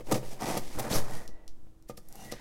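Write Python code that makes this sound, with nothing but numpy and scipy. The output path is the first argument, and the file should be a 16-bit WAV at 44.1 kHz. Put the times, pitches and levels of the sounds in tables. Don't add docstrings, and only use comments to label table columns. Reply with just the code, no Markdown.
import sys
import numpy as np
from scipy import signal
from scipy.fft import rfft, irfft
from scipy.io import wavfile
from scipy.ndimage import uniform_filter1d

SR = 44100
rng = np.random.default_rng(int(sys.argv[2]) if len(sys.argv) > 2 else 0)


def store_pcm(level_fs):
    pcm = np.round(np.clip(level_fs, -1, 1) * 32767).astype(np.int16)
    wavfile.write(sys.argv[1], SR, np.atleast_2d(pcm).T)


N = 106236

# frequency in Hz, level in dB.
TAPE_TONE = [(900, -25.5), (1800, 2), (2800, 1), (3600, 2), (5500, 4.5), (8500, 2), (11000, 1.5),
             (13500, -3.5), (16000, -7.5)]
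TEARS_PER_S, TEAR_SCATTER_DB = 5500, 0.5
PULL_TILT = -1.9


def stroke(levels, board_tone, tilt, blade_db=-24.5, fade_db_per_s=411):
    t = seconds()
    times, board_db, tape_db = np.array(levels).T
    outside_s = np.maximum(times[0] - t, 0) + np.maximum(t - times[-1], 0)
    grip = unit(undb(1.5 * wander(300))) * undb(-fade_db_per_s * outside_s)
    slips = unit(random_clicks(per_s=1300, scatter_db=2.5))
    force = grip * undb(np.interp(t, times, board_db) - 5)
    board = through(slips * force, energy_one(colour(box_ring(), board_tone)))
    crush = through(flutter(slips) * force, energy_one(colour(click(0), board_tone)))
    tears = unit(random_clicks(TEARS_PER_S, TEAR_SCATTER_DB)) + 0.064 * slips
    tears = unit(tears + undb(-2.5) * flutter(tears))
    # frequency in Hz, level in dB, seconds to fade by 60 dB.
    blade_notes = [(1936, 9.5, 0.26), (2136, 7, 0.17), (2830, -2, 0.088), (3800, -1, 0.24),
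                   (5850, -13, 0.12), (6660, -7, 0.13)]
    tape_and_blade = energy_one(colour(click(0), TAPE_TONE, tilt)) + undb(blade_db) * ring(blade_notes)
    rasp = through(tears * grip * undb(np.interp(t, times, tape_db) - 2.4), tape_and_blade)
    return board + undb(2.5) * crush + rasp


def box_ring(dense_db=1):
    # frequency in Hz, level in dB, seconds to fade by 60 dB.
    panel_notes = [(133, 0, .09), (217, 0.5, .095), (255, -5, .06), (323, -3, .055), (365, -4, .07),
                   (492, 1, .05), (570, 1, .055), (680, -3, .045), (758, -4, .07), (894, -9, .07),
                   (1206, -2, .038), (1712, -19, .05), (2266, -18, .04)]
    return ring(panel_notes, spread=.006) + undb(dense_db) * tail(.03)


def cuts():
    # time in seconds, relative cardboard level in dB, relative tape level in dB.
    jab = [(0, -32.5, -57), (.032, -66, -69), (.07, -48, -53), (.09, -41, -55.5), (.111, -36.5, -51.5),
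           (.116, -23, -39), (.127, -25.5, -28), (.138, -68, -51), (.146, -29.5, -40), (.166, -32.5, -40),
           (.21, -61, -66), (.236, -37.5, -56), (.26, -53, -50.5), (.34, -47, -50.5), (.385, -57, -66)]
    pull = [(0.385, -51, -61), (0.411, -36.5, -44), (0.503, -31.5, -37.5), (0.563, -40, -45),
            (0.575, -34.5, -33), (0.605, -48.5, -52.5), (0.631, -49, -50.5), (0.743, -48.5, -49.5),
            (0.75, -45, -57)]
    slit = [(0.75, -53, -50.5), (0.778, -43, -51.5), (0.79, -30, -44), (0.802, -34, -34),
            (0.812, -36.5, -50.5), (0.83, -41.5, -44.5), (0.87, -30.5, -47), (0.884, -38.5, -50.5),
            (0.914, -31.5, -35), (0.946, -30.5, -33), (0.984, -33, -34), (1.014, -41, -47),
            (1.036, -44, -51.5), (1.098, -42, -50), (1.17, -45, -47), (1.265, -53.5, -62.5)]
    # frequency in Hz, level in dB.
    jab_tone = [(60, -57), (125, 0.5), (230, -4), (300, 0.5), (470, 1.5), (600, 0), (880, -4.5),
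                (1050, -10.5), (1400, -16.5), (2500, -17), (4000, -29)]
    pull_tone = [(60, -29.5), (125, -1.5), (350, 4.5), (520, -3), (800, 1.5), (1050, -5), (1500, -12.5),
                 (2200, -9.5), (4000, -35)]
    slit_tone = [(60, -13.5), (135, 3), (230, 0.5), (480, 0), (750, -0.5), (1100, -5.5), (1600, -10),
                 (2400, -16), (4000, -56)]
    return (stroke(jab, jab_tone, tilt=-1.4)
            + stroke(pull, pull_tone, tilt=PULL_TILT)
            + stroke(slit, slit_tone, tilt=-0.76))


def light_scrape():
    # time in seconds, relative cardboard level in dB, relative tape level in dB.
    skim = [(2.165, -55, -57), (2.253, -48.5, -49.5), (2.29, -55.5, -56)]
    settle = [(2.305, -57, -61), (2.34, -44.5, -55.5), (2.385, -67, -56), (2.409, -40.5, -55)]
    # frequency in Hz, level in dB.
    tone = [(60, -9), (130, 3.5), (205, 6), (330, -0.5), (520, 0), (780, -1), (1100, -8.5), (2000, -11.5),
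            (4000, -31)]
    return (stroke(skim, tone, tilt=0.9, blade_db=-8, fade_db_per_s=116)
            + stroke(settle, tone, tilt=-9, blade_db=-8))


def catches(start_s=.405, end_s=.58, per_s=95):
    # frequency in Hz, level in dB, seconds to fade by 60 dB.
    notes = [(735, 1, 0.088), (895, -0.5, 0.051), (1120, -2, 0.019), (1680, -20, 0.027), (1955, -9, 0.049),
             (2420, -7, 0.013)]
    gaps, sizes = rng.standard_normal((64, 2)).T
    times = start_s + np.cumsum(np.exp(.25 * gaps)) / per_s
    releases = sum(undb(-11.5 + 2 * size) * click(at) for at, size in zip(times, sizes) if at < end_s)
    tick = energy_one(colour(tail(0.0048), TAPE_TONE, PULL_TILT))
    return through(releases, ring(notes, spread=.006) + undb(-11) * tick)


def slit_through(zip_s=.943, width_s=.02, zip_db=-36.5, band_hz=2200, thud_s=.9545):
    # time in seconds, pitch of the zip in Hz.
    zip_pitch = [(.912, 3400), (.926, 3957), (.936, 5250), (.955, 5750), (.98, 5500)]
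    t = seconds()
    hz = np.interp(t, *np.array(zip_pitch).T)
    overtone = swell(zip_s + .018, width_s, zip_db - 4.5) * narrow_noise(2 * hz, 2 * band_hz)
    main_note = swell(zip_s, width_s, zip_db) * narrow_noise(hz, band_hz)
    roughness = unit(undb(2.5 * wander(460)))
    push = np.exp(-2 * np.pi * 400 * t) - np.exp(-t / 0.066)
    return (main_note + overtone) * roughness + undb(-21) * through(click(thud_s), push)


def knocks(boost_db=12):
    # start in seconds, level in dB before the boost, tilt in dB per octave.
    hits = [(0.1218, -9, 2.5), (.131, -11, -1), (.234, -46, 3), (0.5701, -15, 2), (0.791, -28, -2),
            (0.947, -23, 12), (1.2913, -41.5, -1.5), (1.8972, -22, 2), (1.9015, -41, 4.5),
            (1.978, -36.5, 3), (2.3233, -21, 1)]
    # frequency in Hz, level in dB.
    tone = [(50, -28.5), (120, -1.5), (330, -1), (490, 3.5), (750, -3.5), (1000, -7), (1220, -2),
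            (1450, -10.5), (2500, -16), (7000, -42), (16000, -46)]
    panels = box_ring(dense_db=-9)
    return sum(undb(db + boost_db) * delayed(energy_one(colour(panels, tone, tilt)), at)
               for at, db, tilt in hits)


def bumps(boost_db=11):
    # start in seconds, level in dB before the boost.
    hits = [(.7745, -19), (.9135, -17), (.9555, -16), (1.005, -20), (1.2915, -28), (1.668, -39),
            (1.982, -33)]
    # frequency in Hz, level in dB.
    tone = [(40, 16.5), (120, 1.5), (300, 9), (700, -5.5), (1300, -5), (3000, -17), (16000, -46)]
    pushes = sum(undb(db + boost_db) * click(at) for at, db in hits)
    return through(pushes, energy_one(colour(box_ring(), tone)))


def snaps():
    # start in seconds, relative level in dB, tilt in dB per octave.
    releases = [(0.1134, -22.5, 1), (0.5763, -18.5, 10), (0.7888, -23, 4), (.793, -26, 14), (.8253, -33, 1),
                (1.2778, -29.5, -3.5), (1.4791, -31.5, -4), (1.825, -48, 1), (2.087, -33.5, 11.5),
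                (2.126, -32, 5.5), (2.1564, -31.5, 9), (2.3233, -21, -6.5)]
    # frequency in Hz, level in dB.
    tone = [(300, -39), (2000, -19), (3500, -5), (5800, 3.5), (8500, -7.5), (12000, -5), (16000, -18.5)]
    crack = click(0) + 1.2 * tail(0.009) + undb(-2.5) * tail(0.11)
    return sum(undb(db) * delayed(2 * energy_one(colour(crack, tone, tilt)), at)
               for at, db, tilt in releases)


def scratches(fall_s=0.0085):
    # peak time in seconds, rise in seconds, relative level in dB, tilt in dB per octave.
    bursts = [(0.122, 0.0028, -32.5, 2), (0.144, 0.0014, -33.5, -4), (.801, 0.0034, -37.5, 17),
              (1.8915, 0.0039, -50, 4), (1.902, 0.0086, -51, -5), (1.975, 0.0025, -46, 0.5),
              (2.3196, 0.0035, -39, -3)]
    t = seconds()
    tears = random_clicks(TEARS_PER_S, TEAR_SCATTER_DB)
    tears = unit(tears) + flutter(tears)
    sound = np.zeros(N)
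    for at, rise_s, db, tilt in bursts:
        loudness = undb(db) * np.exp(np.minimum((t - at) / rise_s, (at - t) / fall_s))
        sound += loudness * unit(colour(tears, TAPE_TONE, tilt))
    return sound


def slides():
    # peak time in seconds, width in seconds, level in dB, pitch in Hz, pitch spread in Hz.
    rubs = [(1.18, 0.064, -57.5, 1895, 330), (1.35, 0.11, -72, 1945, 100), (2.2, 0.058, -56, 757.6, 220),
            (2.22, 0.045, -64, 2810, 260), (2.23, 0.029, -59.5, 6100, 950),
            (2.308, 0.024, -53.5, 1958, 100)]
    return sum(swell(at, width_s, db) * narrow_noise(hz, band_hz) for at, width_s, db, hz, band_hz in rubs)


def brushes():
    # peak time in seconds, width in seconds, level in dB.
    touches = [(1.384, 0.076, -61), (1.672, 0.005, -67)]
    # frequency in Hz, level in dB.
    tone = [(80, -16), (300, 0), (700, 1.5), (1200, -12), (2400, -17.5), (16000, -46)]
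    return sum(swell(*touch) for touch in touches) * unit(colour(rng.standard_normal(N), tone))


def rumble():
    # time in seconds, level in dB.
    levels = [(0, -29.5), (.5, -27), (1.05, -26.5), (1.3, -36.5), (1.6, -35), (1.8, -57), (2.1, -45),
              (2.409, -52)]
    sway = filtered(rng.standard_normal(2 * N), [2.732, 4.236], "band")[N:]
    upper = filtered(rng.standard_normal(N), 27.2, "low")
    loudness = undb(np.interp(seconds(), *np.array(levels).T))
    return (unit(sway) + undb(-19.5) * unit(upper)) * loudness


def kitchen(split_hz=2000):
    low = filtered(tail(0.32), split_hz, "low")
    high = filtered(tail(0.3), split_hz, "high")
    return click(0) + undb(-12) * through(low + 0.85 * high, click(.005))


def background(hum_hz=323):
    # frequency in Hz, level in dB.
    air_tone = [(20, 7), (45, -1), (90, -11.5), (200, -15.5), (500, -24.5), (1000, -32.5), (2500, -43),
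                (8000, -44.5), (16000, -49)]
    air = unit(colour(rng.standard_normal(N), air_tone)) * undb(wander(6.1))
    hum = unit(np.sin(2 * np.pi * hum_hz * seconds()) * undb(2 * wander(11.3)))
    return undb(-52) * air + undb(-67) * hum


def undb(db):
    return 10 ** (np.asarray(db) / 20)


def unit(x):
    return x / np.sqrt(np.mean(x ** 2))


def energy_one(x):
    return x / np.sqrt(np.sum(x ** 2))


def seconds():
    return np.arange(N) / SR


def through(x, response):
    return signal.fftconvolve(x, response)[:N]


def filtered(x, hz, kind):
    return signal.sosfilt(signal.butter(2, hz, kind, fs=SR, output="sos"), x)


def colour(x, tone, tilt=0):
    size = 8192
    hz, db = np.array(tone, float).T
    octave = np.log2(np.maximum(np.arange(size // 2 + 1) * SR / size, 1))
    gain_db = np.interp(octave, np.log2(hz), db + tilt * np.log2(hz / hz.mean()))
    cepstrum = irfft(np.log(undb(gain_db)))
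    cepstrum[1:size // 2] *= 2
    cepstrum[size // 2 + 1:] = 0
    return through(x, irfft(np.exp(rfft(cepstrum))))


def decay(fade_s):
    return np.exp(-np.log(1000) * seconds() / fade_s)


def tail(fade_s):
    return energy_one(rng.standard_normal(N) * decay(fade_s))


def click(at):
    return signal.unit_impulse(N, int(np.clip(at * SR, 0, N - 1)))


def delayed(x, at):
    return np.concatenate([np.zeros(int(max(at, 0) * SR)), x])[:N]


def ring(notes, spread=0):
    detunes = 1 + spread * rng.standard_normal(len(notes))
    return energy_one(sum(undb(db) * decay(fade_s) * np.sin(2 * np.pi * hz * detune * seconds())
                          for (hz, db, fade_s), detune in zip(notes, detunes)))


def random_clicks(per_s, scatter_db):
    size = undb(scatter_db * np.minimum(rng.exponential(size=N), 5))
    return (rng.random(N) < per_s / SR) * size * rng.choice([-1, 1], N)


def flutter(clicks):
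    power = through(clicks ** 2, np.exp(-seconds() / 0.0035))
    return unit(np.sqrt(np.abs(power)) * rng.standard_normal(N))


def wander(per_s):
    count = int(SR / per_s)
    return unit(uniform_filter1d(uniform_filter1d(rng.standard_normal(N), count), count))


def narrow_noise(hz, band_hz):
    phase = 2 * np.pi * np.cumsum(hz * np.ones(N)) / SR
    return unit(wander(band_hz) * np.sin(phase) + wander(band_hz) * np.cos(phase))


def swell(at, width_s, db):
    return undb(db) * np.exp(-.5 * ((seconds() - at) / width_s) ** 2)


def scene():
    cutting = cuts() + light_scrape() + catches() + slit_through()
    parcel = cutting + knocks() + bumps() + snaps() + scratches() + slides() + brushes()
    return (through(parcel, kitchen()) + rumble() + background())[None]


def record(dry):
    top_hz = 16000
    return signal.sosfilt(signal.ellip(10, .2, 70, top_hz, fs=SR, output="sos"), dry)


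dry = scene()
out = record(dry)
store_pcm(out)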